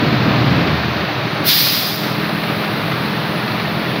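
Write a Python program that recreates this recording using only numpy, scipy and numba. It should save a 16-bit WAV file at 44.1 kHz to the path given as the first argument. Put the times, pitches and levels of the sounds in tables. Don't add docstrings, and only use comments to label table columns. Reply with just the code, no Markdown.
import sys
import numpy as np
from scipy import signal
from scipy.fft import rfft, irfft, next_fast_len
from scipy.io import wavfile
from scipy.ndimage import uniform_filter1d, map_coordinates
from numba import njit

SR = 44100
rng = np.random.default_rng(int(sys.argv[2]) if len(sys.argv) > 2 else 0)


def store_pcm(level_fs):
    pcm = np.round(np.clip(level_fs, -1, 1) * 32767).astype(np.int16)
    wavfile.write(sys.argv[1], SR, np.atleast_2d(pcm).T)


N = 176400

# time_s, firing_rate_hz
FIRING_RATE = [(0, 39.4), (.6, 39.8), (1.4, 40.4), (2.1, 41.65), (4, 41.65)]
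# time_s, exhaust_db, clatter_db
ENGINE_EFFORT = [(0, -22.5, -19.5), (.5, -21.5, -19), (.9, -24.5, -21), (1.4, -27.5, -22),
                 (2.2, -29.5, -22.5), (3, -25.5, -22), (4, -27, -22)]
# multiple_of_firing_rate, pumping_air_db, unloaded_db
HUM_ORDERS = [(3, -36, -39), (4, -37, -30.5), (5, -42, -29.5), (10, -44, -37.5), (15, -42.5, -43)]
# frequency_hz, relative_db
EXHAUST_SPECTRUM = [(25, -56), (50, -34), (80, -20), (108, -3.5), (135, -0.5), (190, -4), (225, -1.5),
                    (258, -12), (300, -3.5), (370, -10), (480, -16), (900, -63)]
# centre_s, boost_db
EXHAUST_THROBS = [(1.245, 7), (1.415, 9), (1.96, 2), (2.14, -2)]
# frequency_hz, relative_db
CLATTER_SPECTRUM = [(150, -35), (330, -6), (410, -6), (480, -7.5), (620, -3.5), (900, -6.5), (1200, -5.5),
                    (1500, -7), (1850, -8.5), (2550, -9.5), (3150, -14), (3600, -12.5), (4200, -13),
                    (4900, -20), (6000, -32), (7000, -43.5), (8200, -70), (11000, -75)]
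# centre_s, boost_db
CLATTER_FLURRIES = [(2.24, 1.7), (2.51, 1.9), (2.64, 1.5)]
# pitch_hz, width_hz, relative_db
BLOCK_MODES = [(595, 17, -8), (1195, 180, 5.5), (1838, 37, 17), (2040, 22, -9), (4000, 100, -17.5)]
# frequency_hz, relative_db
JET_SPECTRUM = [(700, -39), (1400, -9.5), (2000, -3), (2850, -2), (3500, 3), (4300, 3.5), (5200, 1),
                (5800, -5), (6800, -16.5), (8000, -22), (10000, -18)]
# pitch_hz, width_hz, relative_db
VALVE_MODES = [(3555, 70, -3), (3835, 45, -4), (4295, 28, 3), (4848, 22, 7), (5082, 12, 7)]
# frequency_hz, relative_db
SPRAY_SPECTRUM = [(5000, -47), (7300, -17), (8200, -20), (9300, -7.5), (10900, -1.5), (11500, -1),
                  (12600, 1), (13400, 8), (14100, 8), (14850, 8), (15800, 3.5)]
# frequency_hz, relative_db
LEAK_SPECTRUM = [(4410, -50), (7500, -18), (9360, -11), (10100, -7), (10500, -3), (11800, -9), (12550, -1),
                 (13500, -7), (14300, 0), (15000, 1), (15800, -6)]
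# frequency_hz, relative_db
RUMBLE_SPECTRUM = [(30, -43), (45, -25), (58, -7.5), (90, -7), (130, 11.5), (190, 3), (295, 2),
                   (380, -13.5), (700, -8), (1500, -57)]
# time_s, level_db
RUMBLE_FADE = [(0, -16.5), (.3, -16.5), (.53, -14), (.7, -20), (.9, -27.5), (1.15, -35), (1.6, -28.5)]
# time_s, pitch_hz, level_db
DRONE_TRACK = [(0, 76.3, -47), (.42, 78.7, -42), (.55, 81.3, -30), (.8, 78.6, -27.5), (1.05, 80.6, -40),
               (1.2, 80, -48), (1.6, 82, -78)]
# pitch_hz, width_hz, relative_db
PANEL_MODE = [(302, 33, 0)]
# time_s, level_db
BOOM_LEVEL = [(0, -42), (.6, -29), (1.35, -35), (2.2, -29.5), (2.8, -41), (4, -36)]
# time_s, pitch_hz, level_db
WHINE_TRACK = [(0, 9440, -66), (.7, 9560, -63), (1.15, 9530, -68), (1.42, 9700, -53), (1.6, 9670, -63),
               (3.25, 10400, -63), (3.35, 10400, -52), (3.45, 10400, -63), (4, 10500, -56)]
# time_s, pitch_hz, level_db
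WHISTLE_TRACK = [(.5, 6000, -75), (.85, 6100, -56), (1.2, 6030, -59), (1.45, 6120, -58), (1.6, 6120, -85)]
# frequency_hz, relative_db
FIZZ_SPECTRUM = [(6000, -40), (8200, -14.5), (10000, -8), (12500, -2), (14800, 3.5), (16000, -2.5)]

CYLINDERS, GEAR_BEATS_PER_FIRING = 6, 1.198
KNOCK_DB, KNOCK_DECAY_S, CLATTER_DEPTH = -17.5, 0.002, 0.15
UNLOAD_MIDPOINT_S, UNLOAD_LENGTH_S = 1.59, 0.61
HUM_LAG_FIRINGS, HUM_WANDER_RAD = .2, .2
PURGE_S, CLOSE_AFTER_S, CLOSE_DB_PER_S, KNEE_S = 1.431, .56, 55, .05
JET_DB, SPRAY_DB, VALVE_DB, FIZZ_DB = -11, -12.5, -18, -46.5
LEAK_DB, LEAK_RISE_S, LEAK_FALL_DB_PER_S = -37.5, 1.0, 3
CANOPY_T60_S, CANOPY_POWER_SHARE = 0.093, 0.51
LIMIT_DB, LIMIT_ATTACK_S, LIMIT_HOLD_S, LIMIT_RELEASE_DB_PER_S = -11, .03, .31, 110
CEILING, TOP_HZ = .8, 15750


def engine():
    firing_hz = curves(FIRING_RATE)[0] * (1 + .002 * wobble(5.12))
    cycle = np.cumsum(firing_hz) / SR
    exhaust_db, clatter_db = curves(ENGINE_EFFORT)
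    puffs = firings(cycle, decay_s=0.02, uneven_db=4, scatter_db=1.5)
    exhaust = steadied(coloured(canopy(puffs), EXHAUST_SPECTRUM), window_s=0.14)
    blows = firings(cycle, KNOCK_DECAY_S, uneven_db=0, scatter_db=0.5)
    gear = firings(GEAR_BEATS_PER_FIRING * cycle, KNOCK_DECAY_S, uneven_db=1, scatter_db=6)
    rattle = coloured(canopy(1 + CLATTER_DEPTH * gear), CLATTER_SPECTRUM)
    knock = amp(KNOCK_DB) * ringing(canopy(blows), BLOCK_MODES)
    exhaust_gain = amp(exhaust_db + swells(EXHAUST_THROBS))
    clatter_gain = amp(clatter_db + swells(CLATTER_FLURRIES))
    return exhaust_gain * exhaust + clatter_gain * (rattle + knock) + hum(cycle)


def firings(cycle, decay_s, uneven_db, scatter_db):
    beat = cycle.astype(int)
    cylinder_db = uneven_db * unit(rng.standard_normal(CYLINDERS))[beat % CYLINDERS]
    chance_db = scatter_db * rng.standard_normal(256)[beat]
    age = (cycle % 1) / curves(FIRING_RATE)[0]
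    return unit(amp(cylinder_db + chance_db) * np.exp(-age / decay_s))


def hum(cycle):
    unloaded = np.clip((clock() - UNLOAD_MIDPOINT_S) / UNLOAD_LENGTH_S + .5, 0, 1)
    tones = np.zeros(N)
    for order, pumping_db, unloaded_db in HUM_ORDERS:
        level_db = pumping_db + (unloaded_db - pumping_db) * unloaded + 0.77 * wobble(5.67)
        phase = 2 * np.pi * order * (cycle - HUM_LAG_FIRINGS) + HUM_WANDER_RAD * wobble(3.98)
        tones += amp(level_db) * np.sqrt(2) * np.cos(phase)
    return tones


def purge():
    jet = amp(JET_DB) * coloured(noise(), JET_SPECTRUM)
    jet += amp(VALVE_DB) * ringing(noise(), VALVE_MODES)
    spray = amp(SPRAY_DB + 0.63 * wobble(38.9)) * coloured(noise(), SPRAY_SPECTRUM)
    t = clock() - PURGE_S
    leak_gain = np.clip(t / LEAK_RISE_S, 0, 1) * amp(LEAK_DB - LEAK_FALL_DB_PER_S * t)
    leak = leak_gain * coloured(noise(), LEAK_SPECTRUM)
    jet *= amp(0.28 * wobble(35.8)) * valve_flow(attack_s=0.064, hold_s=.15, fall_db_per_s=30)
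    spray *= valve_flow(attack_s=0.044, hold_s=.19, fall_db_per_s=40)
    return jet + spray + leak


def valve_flow(attack_s, hold_s, fall_db_per_s):
    t = clock() - PURGE_S
    opening = np.clip(t / attack_s, 0, 1) ** 2
    falling_s = KNEE_S * np.logaddexp(0, (t - hold_s) / KNEE_S)
    closing_s = KNEE_S * np.logaddexp(0, (t - CLOSE_AFTER_S) / KNEE_S)
    return opening * amp(-fall_db_per_s * falling_s - CLOSE_DB_PER_S * closing_s)


def rumble():
    pitch_hz, level_db = curves(DRONE_TRACK)
    drone = amp(level_db + 1.6 * wobble(14.3)) * sine(pitch_hz + 1.16 * wobble(10))
    low_noise = steadied(coloured(noise(), RUMBLE_SPECTRUM), window_s=0.065)
    return amp(curves(RUMBLE_FADE)[0]) * low_noise + drone


def panel_boom():
    resonance = ringing(ringing(noise(), PANEL_MODE), PANEL_MODE)
    return amp(curves(BOOM_LEVEL)[0]) * steadied(resonance, window_s=0.14)


def whine_and_air():
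    whine = thin_tone(WHINE_TRACK, waver_hz=21.9)
    whistle = thin_tone(WHISTLE_TRACK, waver_hz=45.7)
    return whine + whistle + amp(FIZZ_DB) * coloured(noise(), FIZZ_SPECTRUM)


def thin_tone(track, waver_hz):
    pitch_hz, level_db = curves(track)
    flutter_db = 2.8 * wobble(60) + 1.5 * wobble(20)
    return amp(level_db + flutter_db) * sine(pitch_hz + waver_hz * wobble(100))


def canopy(envelope):
    tail = 10 ** (-6 * clock()[:SR] / CANOPY_T60_S)
    direct = envelope ** 2
    reverberant = np.abs(signal.fftconvolve(np.tile(direct, 2), tail / tail.sum())[N:2 * N])
    return noise() * np.sqrt((1 - CANOPY_POWER_SHARE) * direct + CANOPY_POWER_SHARE * reverberant)


def amp(db):
    return 10 ** (np.asarray(db) / 20)


def unit(x):
    return x / np.sqrt(np.mean(x ** 2) + 1e-20)


def clock():
    return np.arange(N) / SR


def noise():
    return rng.standard_normal(N)


def sine(pitch_hz):
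    return np.sqrt(2) * np.sin(2 * np.pi * np.cumsum(pitch_hz) / SR)


def curves(rows):
    time_s, *columns = np.transpose(rows)
    return [np.interp(clock(), time_s, column) for column in columns]


def wobble(rate_hz):
    return map_coordinates(rng.standard_normal(512), [clock() * rate_hz], mode="wrap")


def swells(rows, half_length_s=0.026):
    return sum(db * np.exp(-((clock() - centre_s) / half_length_s) ** 2) for centre_s, db in rows)


def filtered(x, response):
    size = next_fast_len(N + SR // 2)
    return irfft(rfft(x, size) * response(np.fft.rfftfreq(size, 1 / SR)), size)[:N]


def coloured(x, spectrum):
    points_hz, db = np.transpose(spectrum)
    return unit(filtered(x, lambda hz: amp(np.interp(np.log1p(hz), np.log1p(points_hz), db))))


def ringing(x, modes):
    def response(hz):
        return sum((-1) ** k * amp(db) * 1j * hz * width / (pitch ** 2 - hz ** 2 + 1j * hz * width)
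                   for k, (pitch, width, db) in enumerate(modes))
    return unit(filtered(x, response))


def steadied(x, window_s):
    power = np.abs(uniform_filter1d(x ** 2, int(window_s * SR) + 1))
    return unit(x / np.sqrt(power + 1e-9))


def scene():
    return np.tile(engine() + panel_boom() + rumble() + whine_and_air() + purge(), (2, 1))


def gain_control(x):
    half_window = int(LIMIT_ATTACK_S * SR) // 2
    power = np.abs(uniform_filter1d(x ** 2, 2 * half_window + 1, origin=half_window))
    needed = np.minimum(1, amp(LIMIT_DB) / np.sqrt(power + 1e-12))
    return held_gain(needed, LIMIT_HOLD_S * SR, float(amp(LIMIT_RELEASE_DB_PER_S / SR)))


@njit
def held_gain(needed, hold_samples, rise):
    gains, gain, quiet = np.ones(len(needed)), 1., 0
    for i in range(len(needed)):
        quiet = 0 if needed[i] < 1 else quiet + 1
        gain = min(needed[i], gain * rise if quiet > hold_samples else gain)
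        gains[i] = gain
    return gains


def record(dry):
    ducked = dry * gain_control(dry[0])
    rounded = ducked / (1 + (ducked / CEILING) ** 8) ** (1 / 8)
    return np.array([filtered(channel, lambda hz: hz < TOP_HZ) for channel in rounded])


dry = scene()
out = record(dry)
store_pcm(out)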